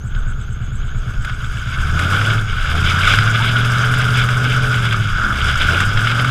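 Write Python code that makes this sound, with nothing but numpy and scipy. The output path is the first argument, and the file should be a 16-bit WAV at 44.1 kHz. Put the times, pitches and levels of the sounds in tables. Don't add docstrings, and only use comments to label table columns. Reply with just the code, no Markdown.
import sys
import numpy as np
from scipy import signal
from scipy.fft import rfft, irfft
from scipy.io import wavfile
from scipy.ndimage import uniform_filter1d

SR = 44100
rng = np.random.default_rng(int(sys.argv[2]) if len(sys.argv) > 2 else 0)


def level_to_linear(level):
    exponent = np.asarray(level, float) / 20
    return 10 ** exponent


def unload_wav(signal):
    wavfile.write(
        sys.argv[1],
        SR,
        np.round(np.clip(np.atleast_2d(signal).T, -1, 1) * 32767).astype(np.int16),
    )


N = 277830
T = np.arange(N) / SR

# [t/s, peak level/dB]
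GUSTS = [(0.12, -10), (0.527, -21), (0.732, -21), (0.858, -8), (1.161, -14), (1.436, -12.5), (1.732, -10),
         (2.137, -28), (2.476, -12.5), (2.595, -13), (2.801, -26), (2.946, -35), (3.575, -30), (4.539, -28),
         (5.09, -16), (5.224, -16), (5.412, -16), (5.551, -13.5), (5.809, -14), (5.932, -11)]
# [t/s, level/dB]
BREEZE = [(0, -21.5), (2.0, -24.5), (3.2, -23), (4.5, -25), (6.3, -29)]
GUST_DB, GUST_RISE_S, GUST_DECAY_S = 2, 0.038, 0.075

# [f/Hz, level/dB per Hz]
HOUSING = [(350, -34), (600, -16), (762, -17.5), (935, -17.5), (1480, 4.5), (1580, 0), (1880, -12),
           (2190, -4), (2480, -12.5), (3410, -8), (4340, -27), (5000, -11.5), (6500, -51), (11000, -120)]
# [f/Hz, level/dB per Hz]
MIST = [(2470, -41), (4200, -28), (4410, -17), (4650, -1.5), (4900, 3), (6030, -2.5), (8220, -3.5),
        (9190, -10.5), (10800, -10.5), (11900, -17.5), (13200, -14.5), (15000, -25.5)]

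# [t/s, slosh level/dB]
SPRAY = [(0.0, -42.5), (0.21, -40.5), (1.03, -38), (1.21, -37), (1.74, -29), (2.17, -20), (2.37, -32),
         (2.6, -25), (3.03, -18), (3.6, -21), (3.75, -18.5), (5.02, -23), (5.61, -21), (6.3, -20.5)]
# [t/s, peak level/dB, length/s, fine spray relative to the surge/dB]
SURGES = [(0.173, -35.5, 0.042, -11), (0.262, -35.5, 0.057, -6), (1.095, -35, 0.1, -1.5),
          (1.286, -28, 0.048, -3), (1.534, -39.5, 0.081, 8.5), (1.78, -28, 0.028, -10),
          (2.023, -21.5, 0.063, -2), (2.14, -19, 0.032, -3), (2.301, -20, 0.11, 0),
          (2.61, -26.5, 0.06, 1.5), (2.768, -27, 0.025, 1.5), (2.903, -23.5, 0.1, 4.5),
          (3.106, -21.5, 0.067, 7.5), (3.567, -18.5, 0.01, .1), (4.163, -30, 0.088, 9),
          (4.524, -28.5, 0.086, 5.5), (5.263, -19.5, 0.093, -6), (5.492, -23, 0.047, 2.5),
          (5.605, -25.5, 0.021, 2.5), (5.722, -19.5, 0.092, 2), (5.831, -19, 0.021, 3),
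          (6.195, -17.5, 0.013, -5)]
# [t/s, peak level/dB, brightness/dB]
CLODS = [(0.149, -28.5, -34), (0.9343, -54, -19), (1.2475, -19.5, -22.5), (1.296, -23, -33),
         (1.4445, -30, -24), (1.7559, -39, -24), (1.9924, -13.5, -22.5), (2.2142, -15.5, -30),
         (2.301, -17, -34), (2.528, -26, -26), (2.6879, -37, -25), (2.7571, -26, -24), (3.1375, -9, -28),
         (3.187, -9.5, -34), (3.4909, -15.5, -33), (3.543, -40, -29), (3.675, -26, -27), (3.939, -16, -23),
         (4.288, -16.5, -24), (4.742, -17, -29), (4.926, -15.5, -25), (5.5746, -25, -11.5),
         (5.6187, -12.5, -28), (5.8036, -12, -20.5), (5.973, -15.5, -29), (6.0474, -21, -30),
         (6.0715, -13, -31), (6.115, -16, -30), (6.1957, -14, -35), (6.2457, -13, -28)]
# [t/s, peak level/dB, f/Hz]
PLOPS = [
    (2.742, -27.5, 670),
    (2.935, -30, 950),
    (3.018, -32, 660),
    (3.4, -23, 880),
]
PLOP_RISE_S, PLOP_DECAY_S, PLOP_GLIDE = 0.004, 0.013, 1.4
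SPATTER_DB, SPATTER_SLOPE = -6, 1.087
MIST_DB, MIST_SLOPE = -33, 0.73
MIST_THROTTLE_DB, MIST_PUFF_DB = 4.5, 3
WATER_S, DRY_DB = 0.97, -22
THUD_DB, COAST_DB = -16, -4.5

# [t/s, level/dB]
INTAKE = [(0, -54.5), (1.1, -55.5), (2.1, -51.5), (6.3, -54.5)]
VALVE_PHASE = 0.3
TICK_DB, TICK_SCATTER_DB, TICKS_END_S = -42.5, 2, 1.85

# [pressed t/s, released t/s, depth 0-1]
PEDAL = [
    (1.4, 1.76, 0.24),
    (1.78, 2.438, 0.96),
    (2.66, 5.08, 1.0),
    (5.337, 5.54, 1),
    (5.58, 6.4, 0.81),
]
PEDAL_RISE_S, PEDAL_FALL_S = 0.045, 0.017
# [t/s, f/Hz]
IDLING = [(0.0, 71.0), (0.9, 70.0), (1.2, 66.3), (1.74, 68.0)]
FIRST_REV = [(1.98, 81.4), (2.2, 102.7), (2.33, 110.3), (2.43, 106.9), (2.62, 63.5)]
LONG_REV = [(2.8, 83.4), (3.02, 90.4), (3.2, 107.3), (3.53, 117.5), (3.98, 124.4), (4.25, 121.8),
            (4.66, 126.5), (5.05, 105.1), (5.23, 71.0)]
LAST_REV = [(5.34, 65.0), (5.45, 73.5), (5.58, 65.4), (5.8, 93.7), (6.05, 112.7), (6.3, 128.0)]
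IDLE_HZ, TOP_HZ = 66, 125
CYCLE_START = 0.66
CYLINDER_DB = [6.5, -1.5, -1.5, 6, -1, 7, 4, -1]
# [f/Hz, width/Hz, level/dB]
EXHAUST = [(77.5, 48.6, -5), (118, 38.4, -4.5)]
# [f/Hz, width/Hz, level/dB]
TAILPIPE = [(143.2, 35, 4), (197.3, 38, -7), (275, 125, -14.5)]
# [f/Hz, width/Hz, level/dB]
MANIFOLD = [(118.2, 28, -0.5), (100, 46, -12.5)]
# [f/Hz, width/Hz, level/dB]
GAS = [(156, 34, -2), (260, 67, -0.5), (411, 45, -0.5), (594, 370, -13)]
# [firing f/Hz, level/dB]
PIPE_GAIN = [(64, 0.5), (78, -0.5), (93, -3), (108, 1.5), (125, 0.5)]
# [t/s, level/dB]
OVERRUN = [(5.12, -70), (5.2, -40), (5.26, -30), (5.34, -32), (5.42, -40), (5.5, -70)]
# at idle, gain at full throttle, gain from throttle at top speed,
# gain per 100 Hz/s of climb, gain when coasting at top speed
TONE_DB = (-29, 9, 3, -0.3, 5)
LOPE_DB = (-29.5, 8.5, -7.5, -1.3, -4)
CHUFF_DB = (-24.5, 4.5, -8.5, -2, -4.5)
ROAR_DB = (-44.5, 4, 6.5, 6.5, 7)
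RASP_DB = (-62, 5, 18.5, -11, 2)


def unit(x):
    return x / np.sqrt(np.mean(x ** 2))


def curves(table):
    s, *columns = np.transpose(table)
    return [np.interp(T, s, c) for c in columns]


def noise():
    return rng.standard_normal(N)


def walk(rate):
    hold = int(SR / rate)
    steps = noise()[np.arange(N) // hold]
    return unit(uniform_filter1d(uniform_filter1d(steps, hold), hold))


def band(x, hz, width_hz):
    return signal.lfilter(*signal.iirpeak(hz, hz / width_hz, fs=SR), x)


def cut(x, hz, kind, order=4):
    return signal.sosfilt(signal.butter(order, hz, kind, fs=SR, output="sos"), x)


def ring(x, modes):
    total = np.zeros(N)
    for k, (hz, width, db) in enumerate(modes):
        total += (-1) ** k * level_to_linear(db) * band(band(x, hz, width), hz, width)
    return unit(total)


def colour(x, table, size=2048):
    hz, db = np.transpose(table)
    grid = np.maximum(np.fft.rfftfreq(size, 1 / SR), 1)
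    cep = irfft(np.interp(np.log(grid), np.log(hz), db) * np.log(10) / 20)
    cep[1:size // 2] *= 2
    cep[size // 2 + 1:] = 0
    return signal.fftconvolve(x, irfft(np.exp(rfft(cep))))[:N]


def bursts(table, decay_s, rise_s):
    env = np.zeros(N)
    for s, db in table:
        span = slice(int(s * SR), int((s + 0.5) * SR))
        age = np.clip(T[span] - s, 0, 1)
        env[span] += level_to_linear(db) * (1 - np.exp(-age / rise_s)) * np.exp(-age / decay_s)
    return env


def gusts():
    breeze = level_to_linear(curves(BREEZE)[0])
    return 20 * np.log10(breeze + level_to_linear(GUST_DB) * bursts(GUSTS, GUST_DECAY_S, GUST_RISE_S))


def wind(rumble_db):
    rumble = unit(cut(band(noise(), 24, 26), 43, "low", order=6))
    return rumble * level_to_linear(rumble_db - 3.5 + 0.6 * walk(9))


def plops():
    total = np.zeros(N)
    for s, db, hz in PLOPS:
        age = T - s
        bubble = np.sin(2 * np.pi * hz * age * (1 + PLOP_GLIDE * age))
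        total += bursts([(s, db + 5.5)], PLOP_DECAY_S, PLOP_RISE_S) * bubble
    return total


def clods():
    s, db, bright_db = np.transpose(CLODS)
    knocks = np.zeros((2, N))
    knocks[:, (s * SR).astype(int)] = level_to_linear([db, db + bright_db])
    body, shell = colour(knocks[0], HOUSING), colour(knocks[1], MIST)
    knock = body * knocks[0].max() / body.max() + shell * knocks[1].max() / shell.max()
    wet = noise()
    dull = unit(colour(wet, HOUSING)) * bursts(zip(s, db + 2), 0.0058, 0.00046)
    bright = unit(colour(wet, MIST)) * bursts(zip(s, db + bright_db + 9.5), 0.0066, 0.0007)
    return level_to_linear(0.5) * knock + dull + bright


def drumming(surge):
    return level_to_linear(THUD_DB) * surge * ring(noise() * level_to_linear(4.5 * walk(30)), [(307, 200, 3.5), (632, 480, -1)])


def churn(opening, firings, hz):
    flow = level_to_linear(curves(SPRAY)[0])
    surge, bright = np.zeros((2, N))
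    for s, db, length, fine_db in SURGES:
        swell = level_to_linear(db) * np.exp(-((T - s) / length) ** 2)
        surge += swell
        bright += level_to_linear(fine_db) * swell
    slosh_db = 20 * np.log10(np.hypot(flow, surge))
    over_db = 20 * np.log10(np.hypot(flow, bright)) + 20
    age = (firings / 8 - VALVE_PHASE + 0.06) % 1
    puff = uniform_filter1d(2.85 * np.exp(-age / 0.33), SR // 200) - 1
    puff += 0.74 * np.clip((95 - hz) / 30, 0, 1) * np.cos(2 * np.pi * firings)
    spin = uniform_filter1d(opening, SR // 6)
    mist_db = MIST_DB + MIST_SLOPE * over_db + DRY_DB * (T < WATER_S)
    mist_db += spin * (MIST_THROTTLE_DB + MIST_PUFF_DB * puff)
    return slosh_db, SPATTER_DB + SPATTER_SLOPE * over_db - 20.5, mist_db - 18.5, surge


def flecks(count=16):
    hits = rng.standard_normal((count, N)) * (rng.random((count, N)) < 30 / SR)
    pitches = np.geomspace(1250, 11000, count)
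    return unit(sum(band(hit, hz, hz / 13) / hz ** 0.73 for hit, hz in zip(hits, pitches)))


def tyres(slosh_db, spatter_db, mist_db, deep_db, firings):
    drops = noise() * (1 + 0.13 * np.cos(2 * np.pi * firings))
    drops += 2.27 * noise() * (rng.random(N) < 500 / SR)
    drops += 0.65 * signal.lfilter([1, -0.8], 1, flecks())
    drops *= level_to_linear(0.4 * walk(15) + 1.09 * walk(45))
    heard = colour(drops, HOUSING)
    slosh = unit(cut(heard, 1655, "low", order=8)) * level_to_linear(slosh_db + 0.1 * walk(30))
    slosh = cut(slosh, 1043, "high") + level_to_linear(deep_db) * cut(slosh, 764, "low")
    spatter = unit(cut(cut(heard, 2142, "high", order=8), 4150, "low", order=8))
    spatter *= level_to_linear(spatter_db + 1.86 * walk(38))
    fine = colour(drops + 0.38 * noise(), MIST)
    fine /= np.std(cut(fine, 9080, "high", order=8))
    drizzle = cut(fine, 6970, "low") * level_to_linear((mist_db + spatter_db - 22.5) / 2 + 1.2 * walk(50))
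    mist = cut(fine, 8780, "high") * level_to_linear(mist_db + 1.4 * walk(55))
    return slosh + spatter + drizzle + mist


def wavering(hz, width_hz):
    flutter = cut(noise(), width_hz / 2, "low") + 1j * cut(noise(), width_hz / 2, "low")
    return unit(np.real(flutter * np.exp(2j * np.pi * np.cumsum(hz) / SR)))


def ticks(firings):
    s = T[np.flatnonzero(np.diff(np.floor(firings / 8 - VALVE_PHASE)))]
    db = TICK_DB + TICK_SCATTER_DB * rng.standard_normal(len(s))
    return [row for row in zip(s, db) if row[0] < TICKS_END_S]


def valve_gear(hiss_db, firings):
    centre_hz = 6620 + 150 * np.cos(2 * np.pi * (firings / 8 - 0.08)) + 60 * walk(25)
    hiss = wavering(centre_hz, 600) * level_to_linear(1.8 * walk(60))
    overtone = wavering(2 * centre_hz, 1100) * level_to_linear(-18)
    grit = noise() * level_to_linear(1.5 * walk(200))
    metal = ring(grit, [(7750, 650, 0), (10200, 700, -16)])
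    leaks = ticks(firings)
    early = [(s - 0.028, db + 2) for s, db in leaks]
    spit = bursts(leaks, 0.011, 0.003) + bursts(early, 0.022, 0.025)
    return level_to_linear(hiss_db + 0.5) * (hiss + overtone) + level_to_linear(-3) * metal * spit


def swing(s, span):
    return 0.5 + 0.5 * np.tanh((T - s) / span)


def throttle():
    return sum(depth * swing(down, PEDAL_RISE_S) * (1 - swing(up, PEDAL_FALL_S)) for down, up, depth in PEDAL)


def effort(law_db, opening, hz):
    idle_db, open_db, fast_db, climb_db, coast_db = law_db
    speed = (hz - IDLE_HZ) / (TOP_HZ - IDLE_HZ)
    climb = np.clip(uniform_filter1d(np.gradient(hz) * SR / 100, SR // 8), 0, 1)
    driven_db = opening * (open_db + fast_db * speed + climb_db * climb)
    return idle_db + driven_db + coast_db * speed * (1 - opening)


def engine(hz, tone_db, lope_db, chuff_db, roar_db, rasp_db, burble_db):
    firings = 8 * CYCLE_START + np.cumsum(hz) / SR
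    at = np.flatnonzero(np.diff(np.floor(firings)))
    cylinder = np.floor(firings[at + 1]).astype(int) % 8
    strength = level_to_linear(np.array(CYLINDER_DB))
    scatter = level_to_linear(1.38 * rng.standard_normal(len(at)))
    banks, strong = np.zeros((2, N))
    banks[at] = strength[cylinder] * scatter - 0.72 * strength.mean()
    strong[at] = (cylinder == 0) * scatter
    turn = 2 * np.pi * firings
    tone = np.sqrt(2) * (np.sin(turn) + level_to_linear(-20 + 2 * walk(6)) * np.sin(2 * turn))
    tone *= level_to_linear(tone_db + 0.6 * walk(14))
    tail_db = -1.0 + 0.46 * np.minimum(hz - 84, 0)
    lope = ring(banks, EXHAUST) + level_to_linear(tail_db) * ring(banks, TAILPIPE)
    answer = np.roll(ring(strong, [(200.3, 45, 0)]), int(0.01903 * SR))
    chuff = ring(strong, MANIFOLD) + level_to_linear(-19.5) * answer
    load = np.exp(0.84 * np.cos(turn / 8 - 2.5))
    rasp = unit(load * (np.sin(turn * 28 / 8) + 0.45 * np.sin(turn * 38 / 8)))
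    rasp *= level_to_linear(rasp_db + 0.76 * walk(7.5))
    burble = np.sqrt(2) * (np.sin(3 * turn) + 0.3 * np.sin(4 * turn) + 0.25 * np.sin(5 * turn))
    burble *= level_to_linear(burble_db + 1.0 + 2.5 * np.cos(turn / 2))
    gas = noise() * level_to_linear(1.8 * walk(24.945))
    roar = unit(sum(level_to_linear(db) * band(gas, f, width) for f, width, db in GAS))
    pipes = level_to_linear(lope_db) * lope + level_to_linear(chuff_db) * chuff
    return tone + pipes + rasp + burble + level_to_linear(roar_db - 2.5) * roar, firings


def scene():
    hz, opening = curves(IDLING + FIRST_REV + LONG_REV + LAST_REV)[0], throttle()
    laws = (TONE_DB, LOPE_DB, CHUFF_DB, ROAR_DB, RASP_DB)
    tone_db, *levels_db = [effort(law, opening, hz) for law in laws]
    tone_db = tone_db + opening * np.interp(hz, *np.transpose(PIPE_GAIN))
    motor, firings = engine(hz, tone_db, *levels_db, *curves(OVERRUN))
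    *water_db, surge = churn(opening, firings, hz)
    water = tyres(*water_db, COAST_DB * (1 - opening), firings) + drumming(surge)
    mud = clods() + plops()
    mix = wind(gusts()) + mud + water + valve_gear(*curves(INTAKE), firings) + motor
    return mix[None, :]


def band_limit(x):
    return signal.sosfilt(signal.butter(12, 15150, fs=SR, output="sos"), x)


def record(dry):
    rounded = np.tanh(0.6 * dry) / 0.58
    return band_limit(rounded)


dry = scene()
out = record(dry)
unload_wav(out)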